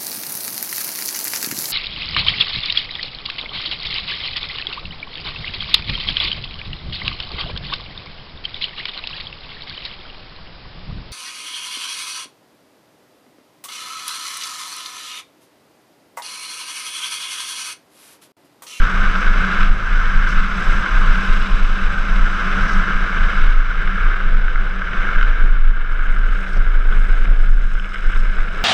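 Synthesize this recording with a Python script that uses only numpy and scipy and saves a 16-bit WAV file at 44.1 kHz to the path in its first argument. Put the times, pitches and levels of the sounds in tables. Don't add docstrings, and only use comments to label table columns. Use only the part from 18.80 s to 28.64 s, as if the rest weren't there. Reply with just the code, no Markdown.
import sys
import numpy as np
from scipy import signal
from scipy.fft import rfft, irfft, next_fast_len
from scipy.io import wavfile

SR = 44100
rng = np.random.default_rng(int(sys.argv[2]) if len(sys.argv) > 2 else 0)


def dump_mix(stems):
    frames = np.atleast_2d(stems).T
    limited = np.clip(frames, -1, 1)
    pcm = np.round(limited * 32767).astype(np.int16)
    wavfile.write(sys.argv[1], SR, pcm)


N = 433944

# t/s, pace (0 slowest, 1 fastest)
PACE = [(0, 0.76), (2.4, 0.95), (3.95, 0.89), (4.15, 0.77), (4.6, 0.66), (5.1, 0.43), (6.4, .45), (7, 0.14),
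        (9.84, 0.085)]
# onset t/s, duration/s, relative level/dB
GUSTS = [(-0.013, 0.069, -3.5), (0.144, 0.18, -11.5), (0.425, 0.19, -9.5), (0.793, 0.15, -6.5),
         (1.082, 0.25, -11.5), (1.353, 0.098, -6), (1.52, 0.13, -8), (1.857, 0.18, -12), (2.119, 0.27, -10),
         (2.495, 0.15, -6.5), (2.705, 0.045, -2.5), (2.796, 0.17, -9.5), (3.023, 0.042, -3.5),
         (3.163, 0.054, -9), (3.299, 0.21, -9.5), (3.767, 0.1, -13), (3.922, 0.097, -7),
         (4.141, 0.11, -11.5), (4.324, 0.042, -5), (4.393, 0.1, -10.5), (4.55, 0.3, -8.5),
         (4.973, 0.06, -8), (5.042, 0.077, -11), (5.199, 0.15, -8), (5.413, 0.3, -10), (5.74, 0.089, -10.5),
         (5.832, 0.055, -10), (6.18, 0.026, -6.5), (6.35, 0.22, -9), (6.593, 0.34, -6.5),
         (6.875, 0.29, -14), (7.107, 0.18, -10.5), (7.267, 0.32, -11), (7.745, 0.077, -4.5),
         (7.864, 0.079, -4.5), (7.922, 0.6, -9), (8.48, 0.32, -7.5), (8.77, 0.22, -12),
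         (9.263, 0.035, -6.5), (9.34, 0.18, -10.5), (9.588, 0.071, -9)]
# t/s, relative level/dB
TURBULENCE = [(0.0, -29.5), (1.1, -37), (1.4, -33), (1.8, -32), (3.3, -35.5), (3.7, -33), (4.6, -35),
              (4.8, -42), (5.05, -35), (5.65, -41.5), (6.2, -36.5), (6.7, -39), (6.85, -49), (7.1, -52),
              (7.4, -38), (7.8, -40), (8.15, -41.5), (8.5, -41), (9.15, -46.5), (9.3, -42), (9.84, -42.5)]
# t/s, half-width/s, relative level/dB
SLAPS = [(0.52, 0.026, -32), (0.816, 0.032, -27), (1.35, 0.041, -19), (2.155, 0.045, -29),
         (2.737, .024, -33), (3.852, 0.088, -25), (4.393, 0.023, -36), (4.598, 0.04, -26),
         (5.204, 0.036, -28), (5.474, .02, -25), (6.234, .03, -37), (6.645, 0.021, -19.5),
         (7.793, 0.022, -26), (8.49, 0.024, -28), (8.727, 0.025, -27), (9.293, 0.021, -40)]
# t/s, relative roar level/dB, relative scrub level/dB
ROLLING = [(0.0, -22.5, -34.5), (0.6, -22.0, -35), (0.83, -21, -31), (0.92, -28, -39), (1.2, -23, -38),
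           (1.7, -24.5, -35.5), (2.1, -22.5, -34.5), (2.55, -25, -32.5), (2.7, -28.0, -34),
           (3.1, -27, -37.5), (3.8, -22.0, -35.5), (4.2, -23.5, -38), (4.6, -23.5, -36), (4.8, -28, -41.5),
           (5.27, -24.5, -40.5), (5.6, -30.5, -43), (5.9, -30, -44), (6.25, -23, -41), (6.5, -26.5, -41.5),
           (6.85, -32, -48), (7.25, -29, -47), (7.55, -30.5, -43), (7.95, -30.5, -47), (8.4, -30.5, -43.5),
           (8.8, -36, -48.5), (9.3, -31, -44.5), (9.84, -30.5, -42)]
# t/s, relative rumble level/dB, relative hum level/dB
VIBRATION = [(0.0, -36.5, -29), (0.8, -36.5, -27), (1.05, -39.5, -37.5), (1.65, -40.5, -28.5),
             (1.85, -36, -32.5), (2.5, -37.5, -29.5), (2.9, -39.5, -35), (3.6, -37.5, -30), (3.7, -35, -28),
             (3.87, -36, -23.5), (4.15, -38.5, -30.5), (4.5, -37.5, -35), (4.85, -43.5, -40.5),
             (5.3, -39, -35), (5.7, -40.5, -41.5), (6.0, -41.5, -35.5), (6.3, -38.5, -36.5),
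             (6.65, -40.5, -44), (6.8, -47, -42.5), (7.1, -42.5, -45), (7.35, -42.5, -46.5),
             (7.66, -41, -36), (7.85, -42, -48), (8.08, -42, -39), (8.45, -39, -39.5), (8.85, -47.5, -43),
             (9.22, -43.5, -41), (9.36, -43.5, -40.5), (9.84, -38, -43)]
# t/s, relative level/dB
GRIT = [(0.0, -57), (0.5, -60.5), (0.85, -66), (0.92, -65), (1.43, -66), (1.5, -53.5), (1.58, -62),
        (1.73, -64), (1.78, -54), (2.0, -56), (2.06, -67), (2.13, -59), (2.55, -56), (2.8, -60),
        (3.5, -61.5), (3.95, -59), (4.1, -68), (4.55, -64), (4.85, -73), (5.8, -71), (6.4, -69), (6.8, -75),
        (8.5, -66.5), (9.0, -64), (9.38, -61.5), (9.55, -65), (9.84, -61.5)]
# t/s, half-width/s, attenuation/dB
LULLS = [(0.112, 0.027, 7), (0.43, 0.037, 1.5), (1.82, 0.02, 5), (2.07, 0.032, 14), (2.466, 0.013, 4),
         (2.67, 0.029, 8), (4.3, 0.021, 5), (4.492, 0.012, 3), (6.132, 0.025, 2), (6.528, 0.02, 7),
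         (8.28, 0.011, 12), (8.454, 0.012, 10), (9.15, 0.022, 15)]
# t/s, knock peak level/dB, crack peak level/dB
STONES = [(0.219, -12, -29), (1.4687, -12, -27), (3.183, -17, -35), (3.702, -23, -29), (5.0754, -13, -26),
          (5.265, -10, -27), (5.3427, -12, -30), (5.403, -15.5, -38), (5.6812, -12.5, -33),
          (5.758, -10.5, -34), (5.779, -15, -34), (6.0191, -11.5, -26), (6.1331, -14, -33),
          (6.359, -12, -28), (6.4117, -13, -15), (6.4282, -13, -17), (6.448, -16, -23), (8.127, -22, -24),
          (8.305, -22, -26), (8.4556, -17, -36), (8.952, -21, -33), (8.9784, -21, -31), (8.9972, -26, -21),
          (9.045, -27, -22), (9.12, -19, -27), (9.144, -19, -22), (9.158, -20, -21), (9.299, -16, -28),
          (9.32, -22, -34), (9.336, -17, -35), (9.3605, -32, -30)]
# onset t/s, duration/s, level/dB
SCUFFS = [(0.35, 0.07, -49), (1.475, 0.055, -46), (3.87, 0.08, -46), (7.67, 0.03, -53), (7.725, 0.058, -55)]
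# t/s, peak level/dB
SNAPS = [(0.8317, -39), (7.122, -42), (7.147, -44), (7.3848, -40), (7.733, -36), (7.9779, -50),
         (8.214, -44), (8.272, -42), (9.1055, -43), (9.138, -43), (9.1445, -35), (9.208, -40), (9.374, -41),
         (9.3965, -39), (9.4015, -37)]
# t/s, half-width/s, level/dB
WHEEL_RING = (2.3, 0.6, -37)
# t/s, peak level/dB, f/Hz
TICKS = [(1.861, -46, 11300), (6.658, -47, 10100)]
# onset t/s, duration/s, level/dB
GRAVEL = [(6.0, 0.43, -48), (8.12, 0.3, -48), (9.11, 0.13, -42), (9.28, 0.14, -41.5)]
# t/s, relative level/dB
BUMPS = [(6.25, -42), (6.65, -40), (7.775, -38), (8.48, -46)]
# onset t/s, duration/s, level/dB
RASPS = [(6.6, 0.071, -63), (7.11, .27, -67), (7.378, 0.3, -61.5), (7.68, .105, -60), (7.785, .345, -70),
         (8.13, 0.33, -61.5)]

# f/Hz, relative level/dB
BUFFET_SPECTRUM = [(10, -2.5), (30, -1.5), (44, -2.5), (58, -3), (80, -11), (120, -13), (165, -10.5),
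                   (230, -17.5), (400, -42.5), (1000, -74.5), (5000, -110)]
RUSH_SPECTRUM = [(500, -44), (900, -13.5), (1060, -4), (1300, 4), (1700, -5), (1950, -15.5), (3000, -24.5),
                 (4200, -31.5), (5400, -28), (7000, -40), (15000, -65.5)]
BREEZE_SPECTRUM = [(120, -17), (280, 5), (450, -2), (700, 3), (950, -2), (2000, -35), (15000, -90.5)]
ROAR_SPECTRUM = [(500, -45), (900, -25), (1080, -16.5), (1300, -6.5), (1610, -6.5), (1750, -12.5),
                 (1920, -24), (2230, -15), (2450, -24.5), (3700, -32.5), (4400, -51), (9000, -73.5),
                 (15000, -91.5)]
SCRUB_SPECTRUM = [(1000, -24.5), (1900, -4.5), (2600, 4.5), (3100, -5.5), (3900, -2), (4200, -10.5),
                  (5500, -13.5), (6400, -25.5), (6800, -27), (8100, -32), (8800, -33.5), (12000, -41),
                  (15000, -75)]
RUMBLE_SPECTRUM = [(120, -28.5), (270, -4), (380, 1.5), (490, 1), (570, -2.5), (690, -2), (780, -6.5),
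                   (1100, -12), (2000, -40.5), (5000, -57), (15000, -95)]
GRIT_SPECTRUM = [(800, -20), (1500, 2), (3000, -0.5), (4300, -8), (5200, 8), (7000, 1), (7750, -1),
                 (8600, -1), (9600, -5.5), (10700, -4.5), (12200, -12.5), (13500, -13.5), (15000, -24.5)]
KNOCK_SPECTRUM = [(200, -36.5), (900, -26.5), (1250, 8.5), (1550, 14), (1900, -8), (2200, -3.5),
                  (3800, -33.5), (4400, -49.5), (12000, -63.5)]
CRACK_SPECTRUM = [(900, -17), (1700, 8.5), (2200, 9), (3100, 7.5), (3850, -0.5), (4300, -23), (5300, -13),
                  (6500, -31), (9000, -44), (14000, -64)]
SCUFF_SPECTRUM = [(2000, -25), (3600, -6), (4400, 2), (5300, 4), (6200, 1), (7200, -15), (9000, -20),
                  (14000, -42)]
SNAP_SPECTRUM = [(1500, -13), (3500, 0), (5300, 14), (6800, -8), (8500, 0), (11000, -10), (14500, -19)]
TICK_SPECTRUM = [(2000, -12), (9000, -2), (13500, 0), (15000, -15)]
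RASP_SPECTRUM = [(2500, -20), (4500, -4), (6300, 1), (7000, -1), (7900, 2), (8600, 2), (9200, -6),
                 (10000, -3), (10800, -15), (11700, -7), (12500, -16), (14000, -26)]

# f/Hz, width/Hz, gain/dB
BODY_MODES = [(1047, 39, 2.5), (1430, 98, 1), (1548, 190, 4), (2052, 254, 5.5), (3010, 280, 6),
              (3440, 64, 4), (3980, 160, 1), (4170, 180, -3), (5060, 160, 3), (7750, 500, 9)]
WHISTLE_MODES = [(6050, 170, 12), (7620, 350, -1.5)]
SIZZLE_MODES = [(5170, 250, 9.5), (6410, 260, 9.5), (8080, 400, 3), (9650, 320, 4), (11450, 500, 3.5)]


def from_db(db):
    return 10 ** (np.asarray(db) / 20)


def unit_rms(x):
    return x / np.sqrt(np.mean(x ** 2) + 1e-20)


def in_time(rows):
    times, *columns = np.transpose(rows)
    return [np.interp(np.arange(N) / SR, times, column) for column in columns]


def swell(centre_s, half_s):
    distance = (np.arange(N) / SR - centre_s) / half_s
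    return np.exp(-np.minimum(distance ** 2, 50))


def contact_envelope(rows, edge_s):
    t = np.arange(N) / SR
    return sum(from_db(db) * np.clip(np.minimum(t - start, start + length - t) / edge_s + .5, 0, 1)
               for start, length, db in rows)


def drift(rate_hz):
    step, settling = 20, 4000
    pole = np.exp(-2 * np.pi * rate_hz * step / SR)
    noise = rng.standard_normal(N // step + settling + 2)
    slow = signal.lfilter([1], [1, -2 * pole, pole * pole], noise)[settling:]
    return np.interp(np.arange(N) / step, np.arange(len(slow)), unit_rms(slow))


def filtered(x, spectrum, modes=()):
    size = 2 * next_fast_len(N // 2 + SR // 8)
    hz = np.maximum(np.arange(size // 2 + 1) * SR / size, 1)
    point_hz, point_db = np.transpose(spectrum)
    level_db = np.interp(np.log(hz), np.log(point_hz), point_db)
    for centre, width, lift_db in modes:
        level_db += lift_db / (1 + (2 * (hz - centre) / width) ** 2)
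    cepstrum = irfft(level_db * np.log(10) / 20)[:size // 2]
    cepstrum[1:] *= 2
    return irfft(rfft(x, size) * np.exp(rfft(cepstrum, size)))[:N]


def response(excitation, spectrum, modes=()):
    return unit_rms(filtered(excitation, spectrum, modes))


def grains(per_s, spread_db):
    sizes = from_db(spread_db * np.minimum(rng.exponential(1, N), 4))
    signs = rng.choice([-1, 1], N)
    hits = rng.random(N) < per_s / SR
    return unit_rms(sizes * signs * hits / np.sqrt(per_s))


def wavering(hz, rate_hz, evenness):
    phasor = drift(rate_hz) + 1j * drift(rate_hz)
    phasor /= (np.abs(phasor) + .1) ** evenness
    carrier = np.exp(2j * np.pi * hz * np.arange(N) / SR)
    return unit_rms(np.real(phasor * carrier))


def struck(times, peak_db, spectrum, crunch_s, modes=BODY_MODES):
    out = np.zeros(N + SR)
    age = np.arange(SR // 25) / SR
    ring = filtered(signal.unit_impulse(N), spectrum, modes)[:len(age)]
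    for s, db in zip(times, peak_db):
        crunch = rng.standard_normal(len(age)) * np.exp(-age / crunch_s)
        force = (age == 0) + crunch / np.linalg.norm(crunch)
        blow = signal.fftconvolve(force, ring)
        start = round(s * SR)
        out[start:start + len(blow)] += from_db(db) * blow / np.abs(blow).max()
    return out[:N]


def air_share(pace):
    return 0.57 * pace ** 2


def throb(beat_hz=25.56, sway_hz=15.5, attack_s=0.037, release_s=0.064, floor_db=-20.5, cap_db=-7.8):
    t = np.arange(N) / SR
    strength = np.full(N, from_db(floor_db))
    for start, length, db in GUSTS:
        rise = np.clip((t - start) / attack_s + .5, 0, 1)
        fall = np.clip((start + length - t) / release_s + .5, 0, 1)
        strength = np.maximum(strength, from_db(db - 0.74) * rise * fall)
    flutter = from_db(1.4 * drift(8.2))
    strength = np.minimum(strength * flutter, from_db(cap_db))
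    beat = np.sin(2 * np.pi * np.cumsum(beat_hz + 2.42 * drift(9.6)) / SR)
    sway = np.sin(2 * np.pi * np.cumsum(sway_hz + 3.014 * drift(5.83)) / SR)
    return strength * (np.sqrt(2) * beat + 0.71 * sway)


def buffeting(lumpy_db=1.1, choppy_db=2.0):
    level_db, = in_time(TURBULENCE)
    slaps = sum(from_db(db - 6) * swell(s, half_s) for s, half_s, db in SLAPS)
    eddies = rng.standard_normal(N) * from_db(lumpy_db * drift(7.5) + choppy_db * drift(45))
    return (from_db(level_db + 6) + slaps) * response(eddies, BUFFET_SPECTRUM)


def rush(pace, roar_db, rumble_db):
    hiss = response(rng.standard_normal(N), RUSH_SPECTRUM, BODY_MODES + WHISTLE_MODES)
    breeze = response(rng.standard_normal(N), BREEZE_SPECTRUM)
    return (hiss * from_db(roar_db) + breeze * from_db(rumble_db)) * np.sqrt(air_share(pace))


def frame_hum(hum_db):
    return (from_db(hum_db - 1.6) + jolts()) * wavering(hz=192.1, rate_hz=7.3, evenness=0.24)


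def wheels(pace, roar_db, scrub_db, rumble_db, judder_db=1.4):
    load = from_db(judder_db * drift(52))
    hits_per_s = np.interp(pace, [0, 1], [1500, 7000])
    roar = response(load * grains(hits_per_s, spread_db=1.5), ROAR_SPECTRUM, BODY_MODES)
    scrub = response(load * grains(3 * hits_per_s, spread_db=3.5), SCRUB_SPECTRUM, BODY_MODES)
    rumble = response(load * grains(hits_per_s, spread_db=2.5), RUMBLE_SPECTRUM)
    body = roar * from_db(roar_db) + rumble * (from_db(rumble_db) + jolts())
    return body * np.sqrt(1 - air_share(pace)) + scrub * from_db(scrub_db - 1)


def grit(pace, clumping_db=2.5):
    level_db, = in_time(GRIT)
    strength = from_db(level_db + 6 - 1.5 * pace)
    crackle = grains(per_s=4500, spread_db=3.0) * from_db(clumping_db * drift(120))
    return strength * response(crackle, GRIT_SPECTRUM, BODY_MODES + SIZZLE_MODES)


def lulls():
    return from_db(-sum(depth_db * swell(s, half_s) for s, half_s, depth_db in LULLS))


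def stones():
    times, knock_db, crack_db = np.transpose(STONES)
    knocks = struck(times, knock_db, KNOCK_SPECTRUM, crunch_s=0.00095)
    cracks = struck(times, crack_db, CRACK_SPECTRUM, crunch_s=0.0011)
    return knocks + cracks


def scuffs(chatter_db=2.0):
    friction = grains(per_s=15000, spread_db=4.0) * from_db(-chatter_db * drift(70))
    return contact_envelope(SCUFFS, edge_s=0.015) * response(friction, SCUFF_SPECTRUM)


def snaps():
    times, peak_db = np.transpose(SNAPS)
    return struck(times, peak_db, SNAP_SPECTRUM, crunch_s=0.0018)


def wheel_ring():
    s, half_s, db = WHEEL_RING
    return from_db(db) * swell(s, half_s) * wavering(hz=1056, rate_hz=58.0, evenness=0.2)


def ticks(width_hz=3400, lift_db=34):
    return sum(struck([s], [db], TICK_SPECTRUM, crunch_s=0.0006, modes=[(hz, width_hz, lift_db)])
               for s, db, hz in TICKS)


def gravel(clumping_db=3.0):
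    cracks = grains(per_s=990, spread_db=4.5) * from_db(clumping_db * drift(60))
    return contact_envelope(GRAVEL, edge_s=0.03) * response(cracks, CRACK_SPECTRUM, BODY_MODES)


def jolts():
    return sum(from_db(db) * swell(s, half_s=0.012) for s, db in BUMPS)


def rasps(chatter_db=3.5):
    friction = grains(per_s=4000, spread_db=4.0) * from_db(chatter_db * drift(70))
    return contact_envelope(RASPS, edge_s=0.035) * response(friction, RASP_SPECTRUM, SIZZLE_MODES)


def scene():
    pace, = in_time(PACE)
    roar_db, scrub_db = in_time(ROLLING)
    roar_db += 0.6
    rumble_db, hum_db = in_time(VIBRATION)
    wind = (throb() + buffeting()) * lulls() + rush(pace, roar_db, rumble_db)
    rolling = frame_hum(hum_db) + wheels(pace, roar_db, scrub_db, rumble_db) + wheel_ring()
    rubbing = scuffs() + rasps()
    debris = grit(pace) + gravel() + snaps() + ticks() + stones()
    return (wind + rolling + rubbing + debris)[None]


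def record(dry, ceiling=0.9, cutoff_hz=15000):
    rounded = dry / (1 + (dry / ceiling) ** 10) ** (1 / 10)
    low_pass = signal.ellip(10, .2, 80, cutoff_hz, fs=SR, output="sos")
    return signal.sosfilt(low_pass, rounded)


dry = scene()
out = record(dry)
dump_mix(out)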